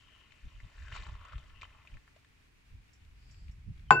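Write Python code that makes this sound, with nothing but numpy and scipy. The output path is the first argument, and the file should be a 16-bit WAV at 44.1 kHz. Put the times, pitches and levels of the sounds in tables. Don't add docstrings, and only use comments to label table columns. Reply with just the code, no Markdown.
import sys
import numpy as np
from scipy import signal
from scipy.fft import rfft, irfft, next_fast_len
from scipy.io import wavfile
from scipy.ndimage import uniform_filter1d

SR = 44100
rng = np.random.default_rng(int(sys.argv[2]) if len(sys.argv) > 2 else 0)


def transcribe(signal):
    frames = np.atleast_2d(signal).T
    limited = np.clip(frames, -1, 1)
    pcm = np.round(limited * 32767).astype(np.int16)
    wavfile.write(sys.argv[1], SR, pcm)


N = 176400
T = np.arange(N) / SR
WATER_PAN_DB = 5.5

# (f/Hz, level/dB)
GURGLE = [(250, -20), (500, -16), (850, -8), (1180, -1), (1600, 2), (2000, 3.5), (2500, -9), (3500, -29.5)]
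FIZZ = [(1200, -29), (1800, -5.5), (2400, -1), (3000, 5.5), (3450, -4.5), (3950, -7), (4600, -8.5),
        (7000, -44)]
SPRAY = [(2500, -8), (3600, -2), (4900, -3), (5700, -4), (7100, -2), (7900, -5), (8600, -12), (15000, -12)]


def amp(db):
    return 10 ** (np.asarray(db) / 20)


def fade(age, t60):
    return (age >= 0) * np.exp(-np.log(1000) * np.maximum(age, 0) / t60)


def onset(age, rise):
    return np.sin(np.pi / 2 * np.clip(age / rise, 0, 1)) ** 2


def pan(x, db):
    return x * amp(np.array([[db], [-db]]) / 2)


def shape(x, points):
    hz, db = np.array(points).T
    bins_hz = np.maximum(np.fft.rfftfreq(N, 1 / SR), 1)
    gain = amp(np.interp(np.log(bins_hz), np.log(hz), db))
    cepstrum = irfft(np.log(gain), N)
    cepstrum[1:N // 2] *= 2
    cepstrum[N // 2 + 1:] = 0
    taps = irfft(np.exp(rfft(cepstrum)), N)[:SR // 10]
    size = next_fast_len(N + len(taps))
    return irfft(rfft(x, size) * rfft(taps, size), size)[..., :N]


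def colour(x, points):
    y = shape(x, points)
    return y / np.sqrt(np.mean(y ** 2))


def noise(points, width):
    mid, side = colour(rng.standard_normal((2, N)), points)
    return mid + width * side * np.array([[1], [-1]])


def swells(rows):
    return np.sqrt(sum((amp(db) * np.exp(-.5 * ((T - s) / half) ** 2)) ** 2 for s, half, db in rows))


def add(out, s, x):
    i = int(s * SR)
    out[i:i + len(x)] += x[:max(N - i, 0)]


def bubble(hz, cycles, glide=.25, rise_cycles=1.16):
    periods = hz * T[:1500]
    tone = np.sin(2 * np.pi * periods * (1 + glide * periods / cycles / 2))
    return tone * onset(periods, rise_cycles) * fade(np.maximum(periods - rise_cycles, 0), cycles)


def bubble_cloud(points, low_hz, high_hz, per_s=1100, spread_db=4):
    out = np.zeros(N)
    for i, (when, pitch, strength) in enumerate(rng.random((per_s * N // SR, 3))):
        hz = low_hz * (high_hz / low_hz) ** pitch
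        db = -spread_db * np.log(1 - .99 * strength)
        add(out, (i + when) / per_s, amp(db) * bubble(hz, cycles=8))
    out = colour(out, points)
    local_power = np.abs(uniform_filter1d(out ** 2, size=2500))
    return out / np.sqrt(local_power + 1e-4)


def water():
    # (t/s, gurgle level/dB, fizz level/dB, spray level/dB)
    flow = [(0, -75.5, -78, -75.5), (.1, -70.5, -73.5, -84.5), (.45, -75, -73.5, -81),
            (0.721, -69, -73.5, -78), (.8, -67, -75, -71.5), (.9, -65, -69, -73), (.955, -53, -55, -56.5),
            (1.0, -58, -61, -65.5), (1.12, -64, -69.5, -72), (1.19, -68.5, -71, -85), (1.32, -64, -65, -83),
            (1.44, -69, -74.5, -78.5), (1.606, -71, -76, -86), (1.635, -65, -57.5, -77),
            (1.675, -68.5, -71.5, -86), (1.8, -72.5, -74, -85.5), (1.95, -70.5, -72.5, -84),
            (2.02, -79, -94, -85), (2.4, -92, -92, -96)]
    s, *levels = np.array(flow).T
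    gurgle, fizz, spray = (amp(np.interp(T, s, db, right=-140)) for db in levels)
    clouds = gurgle * bubble_cloud(GURGLE, 396, 3190)
    clouds += fizz * bubble_cloud(FIZZ, 1384, 5400)
    clouds += spray * bubble_cloud(SPRAY, 3020, 10000)
    direct = clouds + drops()
    walls = rng.standard_normal((2, SR // 10)) * fade(T[:SR // 10], t60=.035)
    walls *= amp(2) / np.sqrt(np.sum(walls ** 2, axis=1, keepdims=True))
    walls[:, 0] += 1
    return pan(signal.fftconvolve(direct[None], walls, axes=1)[:, :N], WATER_PAN_DB)


def resonance(rows, width_hz):
    s, hz, db = np.array(rows).T
    baseband = [(width_hz / 2, 0), (width_hz, -3), (10 * width_hz, -50), (15000, -90)]
    a, b = colour(rng.standard_normal((2, N)), baseband)
    phase = 2 * np.pi * np.cumsum(np.interp(T, s, hz)) / SR
    return (a * np.sin(phase) + b * np.cos(phase)) * amp(np.interp(T, s, db, left=-140, right=-140))


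def trickle():
    # (t/s, f/Hz, level/dB)
    track = [(0, 2940, -72), (.1, 2993, -70), (.219, 2930, -70), (.31, 2776, -76), (.39, 2560, -75),
             (.45, 2600, -83), (.53, 2850, -72), (.68, 2584, -84), (.85, 2600, -68), (1.18, 3270, -80),
             (1.28, 3349, -74), (1.42, 3390, -76.5), (1.5, 2900, -99), (1.565, 2807, -64.5),
             (1.61, 2735, -74), (1.66, 2700, -88)]
    return pan(resonance(track, width_hz=260), 16.5)


def forest(waver_db=.8, wavers_per_s=22):
    # (f/Hz, level/dB)
    leaves = [(120, -34.5), (200, -2), (282, -2.5), (350, -8), (451, -9), (503, -14.5), (696, -14),
              (1430, -11), (2130, -8), (2460, -7), (3290, -14.5), (7020, -22.5), (15000, -33)]
    steps = np.arange(0, T[-1], 1 / wavers_per_s)
    waver = np.interp(T, steps, rng.standard_normal(len(steps)))
    return amp(-72 + waver_db * waver) * noise(leaves, width=1)


def wind():
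    # (t/s, half length/s, rumble level/dB, flutter level/dB)
    puffs = [(0.459, 0.014, -39.5, -63), (0.571, 0.029, -48.5, -64.5), (0.651, 0.014, -43.5, -52),
             (0.826, 0.041, -44, -75), (0.93, 0.034, -47, -51), (1.002, 0.028, -43, -59),
             (1.085, 0.011, -38.5, -50), (1.139, 0.018, -41.5, -56.5), (1.196, 0.045, -50.5, -78),
             (1.362, 0.02, -38.5, -46.5), (1.543, 0.19, -56, -72.5), (1.949, 0.022, -44, -58),
             (2.753, 0.041, -49.5, -61.5), (3.108, 0.083, -55.5, -75), (3.284, 0.021, -56, -59.5),
             (3.442, 0.037, -48, -80), (3.494, 0.0086, -40, -51), (3.695, 0.019, -46, -39.5),
             (3.794, 0.39, -50, -57.5)]
    # (f/Hz, level/dB)
    rumble = [(15, -10), (30, -1), (55, 2), (90, -4), (140, -23), (200, -32), (300, -36), (600, -61.5),
              (1500, -79)]
    flutter = [(30, -21), (75, 2.5), (120, 5.5), (170, -4), (240, -18), (330, -38), (700, -51),
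               (4000, -100)]
    s, half, rumble_db, flutter_db = np.array(puffs).T
    out = 0
    for points, db, breeze_db in (rumble, rumble_db, -66.5), (flutter, flutter_db, -72.5):
        eddies = noise(points, width=.21)
        eddies /= np.sqrt(uniform_filter1d(np.mean(eddies ** 2, axis=0), size=2000))
        out = out + eddies * np.hypot(amp(breeze_db), swells(zip(s, half, db)))
    return out


def pouch_crinkles():
    # (f/Hz, level/dB)
    foil = [(400, -42), (1000, -5.5), (2200, 11.5), (4200, 0), (5500, -9), (8000, -12), (15000, -21)]
    # (t/s, half length/s, level/dB)
    crinkles = [(.322, 0.0015, -57), (.49, .0027, -65), (1.5, 0.0043, -63), (2.894, 0.0041, -69.5),
                (3.02, 0.015, -74), (3.051, 0.0017, -65), (3.228, .002, -66.5), (3.30, 0.0034, -67.5),
                (3.345, 0.0014, -64.5), (3.484, 0.0013, -61), (3.497, 0.0052, -68), (3.779, 0.0021, -66),
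                (3.797, 0.0015, -65)]
    return pan(noise(foil, width=.89), 8.5) * swells(crinkles)


def drops(splat_db=-15, splat_decay_s=.0016):
    # (t/s, level/dB, f/Hz, 60 dB decay/cycles)
    impacts = [(0.602, -45, 1940, 13), (0.781, -48, 1570, 17), (.821, -46, 1700, 18),
               (0.882, -41, 1760, 4.1), (0.921, -36.5, 1460, 7.6), (0.925, -39, 2730, 20),
               (.952, -36, 1160, 5.5), (.962, -34.5, 1130, 15), (.974, -42, 2090, 8.8),
               (1.023, -40, 2020, 4.2), (1.066, -39, 1140, 4), (1.094, -45.5, 1060, 9.6),
               (1.152, -44.5, 1160, 14), (1.212, -48.5, 1330, 22), (1.251, -43.5, 1133, 30),
               (1.284, -45, 1300, 15), (1.323, -44, 1470, 26), (1.332, -41, 1205, 34),
               (1.381, -43.5, 2300, 1.9), (1.6136, -39.5, 3140, 6.9), (1.619, -39, 2310, 24),
               (1.6308, -36, 1144, 11), (1.652, -46.5, 1203, 7.4), (1.748, -50.5, 1120, 8.3),
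               (1.851, -53, 1090, 9.7), (1.873, -45, 2360, 15), (1.941, -48, 2330, 13),
               (1.97, -46.5, 1580, 7.7), (2.078, -49.5, 1420, 4.4), (2.162, -54.5, 618, 11),
               (2.164, -57, 2760, 6.8), (2.247, -52.5, 1760, 12)]
    bands = (FIZZ + [(9000, -49)], 1), (GURGLE, 1), (SPRAY, .5)
    splash = sum(gain * colour(rng.standard_normal(N), points) for points, gain in bands)
    decay = np.exp(-T[:SR // 20] / splat_decay_s)
    out = np.zeros(N)
    for s, db, hz, cycles in impacts:
        add(out, s, amp(db) * bubble(hz, cycles))
        add(out, s, amp(db + splat_db) * splash[int(s * SR):][:len(decay)] * decay)
    return out


def air_pocket():
    # (t/s, f/Hz, level/dB)
    track = [(.74, 1650, -76), (.84, 1607, -63), (.93, 1580, -57.5), (1.03, 1050, -69), (1.08, 1046, -62.5),
             (1.18, 1122, -66.5), (1.24, 1193, -58.5), (1.33, 1332, -60.5), (1.42, 1277, -74),
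             (1.7, 1113, -75.5), (1.81, 1112, -65.5), (1.9, 1153, -91)]
    return pan(resonance(track, width_hz=220), WATER_PAN_DB)


def wire_handle():
    # (f/Hz, level/dB)
    wire = [(3000, -31), (5000, -7), (5600, 4), (6200, -15), (7200, 0), (7800, -8), (9000, -22)]
    # (t/s, level/dB)
    ticks = [(2.933, -65), (3.311, -62), (3.512, -70)]
    return noise(wire, width=.83) * sum(amp(db) * fade(T - s, t60=.12) for s, db in ticks)


def sleeve():
    # (f/Hz, level/dB)
    cloth = [(2500, -4), (4000, -6), (4700, 7.5), (5700, -5), (6600, -13), (7600, 0.5), (8500, -29),
             (14000, -29)]
    # (t/s, half length/s, level/dB)
    brushes = [(3.29, 0.08, -73), (3.40, 0.071, -72.5)]
    return noise(cloth, width=.99) * swells(brushes)


def bird():
    # (t/s, f/Hz, level/dB)
    chirp = [(3.84, 3410, -90), (3.865, 3320, -72), (3.873, 3250, -81), (3.887, 3080, -62),
             (3.905, 3000, -66)]
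    s, hz, db = np.array(chirp).T
    phase = 2 * np.pi * np.cumsum(np.interp(T, s, hz)) / SR
    return pan(amp(np.interp(T, s, db, left=-140, right=-140)) * np.sin(phase), .5)


def ring(age, modes):
    return sum(pan(amp(db) * np.sin(2 * np.pi * hz * age) * fade(age, t60), side)
               for hz, db, t60, side in modes)


def cup(strike_s=3.9065, right_lag_s=.0001):
    # (f/Hz, level/dB, t60/s, left minus right/dB)
    base_modes = [(785, -9, .048, 6), (834, -13.5, .1, 9), (925, -8.5, .024, 9), (1004, -27, .22, -8),
                  (1034, -11.5, .125, 8), (1150, -27, .08, 3), (1331, -28, .12, 5), (1590, -23, .055, 8),
                  (1770, -26, .06, 8), (1968, -29.5, .08, 10), (2095, -32, .08, 2), (2416, -33, .08, 10)]
    deck_modes = [(118, -39, .8, 0), (145, -28, .28, 0), (240, -43, .2, -2), (312, -33.5, .14, -2),
                  (344, -40.5, .5, -3), (369, -32.5, .36, 0), (446, -27.5, .21, 4), (590, -31, .06, 6)]
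    rim_modes = [(1499, -22, .9, -1), (1512, -18, .27, 0), (2657, -34, .8, 14), (2701, -34.5, .27, 17),
                 (3122, -46, .11, 8), (3618, -51, .24, 5), (4300, -53, .24, 7), (4537, -41, .16, 13),
                 (5250, -57, .26, 14), (5311, -51, .11, 12), (6845, -46, .09, -16), (7143, -39.5, .11, 3),
                 (7192, -38, .13, -11), (8188, -48, .09, 0)]
    # (f/Hz, level/dB)
    contact = [(30, -26), (150, -11.5), (560, -7), (680, -25), (820, 4.5), (1700, -1), (2600, -5),
               (3600, -18.5), (5300, -28), (6200, -37), (7000, -21), (7600, -32), (8200, -24), (9200, -38),
               (15000, -53)]
    porch = [(100, -10), (300, 0), (1100, -1), (2000, -14), (3500, -34), (6000, -48), (12000, -66)]
    age = T - strike_s - np.array([[0], [right_lag_s]])
    attack = onset(age, .0007)
    crack = amp(-10) * pan(noise(contact, width=.68), 9) * np.exp(-np.abs(age) / .0018)
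    echo = amp(-25.5) * pan(noise(contact, width=.68), 3.5) * fade(age, t60=.11)
    reverberation = amp(-29) * noise(porch, width=.68) * fade(age, t60=.33)
    small_radiator = signal.butter(7, 750, btype="high", fs=SR, output="sos")
    base = signal.sosfilt(small_radiator, attack * ring(age, base_modes))
    boards = amp(2) * onset(age, .0045) * ring(age, deck_modes)
    rim = amp(2) * onset(age, .0019) * ring(age, rim_modes)
    return base + boards + rim + attack * (crack + echo + reverberation)


def scene():
    # (f/Hz, level/dB)
    microphone = [(20, 0), (7800, -2), (8300, -15), (8800, -24), (11000, -13), (15000, -19)]
    pour = water() + trickle() + air_pocket()
    sources = pour + cup() + wind() + sleeve() + pouch_crinkles() + wire_handle() + bird()
    return shape(sources, microphone) + forest()


def record(dry, fade_out_s=.002, top_hz=15650):
    rounded = dry / (1 + dry ** 8) ** (1 / 8)
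    faded = rounded * onset(T[-1] - T, fade_out_s)
    return signal.sosfilt(signal.ellip(8, .2, 70, top_hz, fs=SR, output="sos"), faded)


dry = scene()
out = record(dry)
transcribe(out)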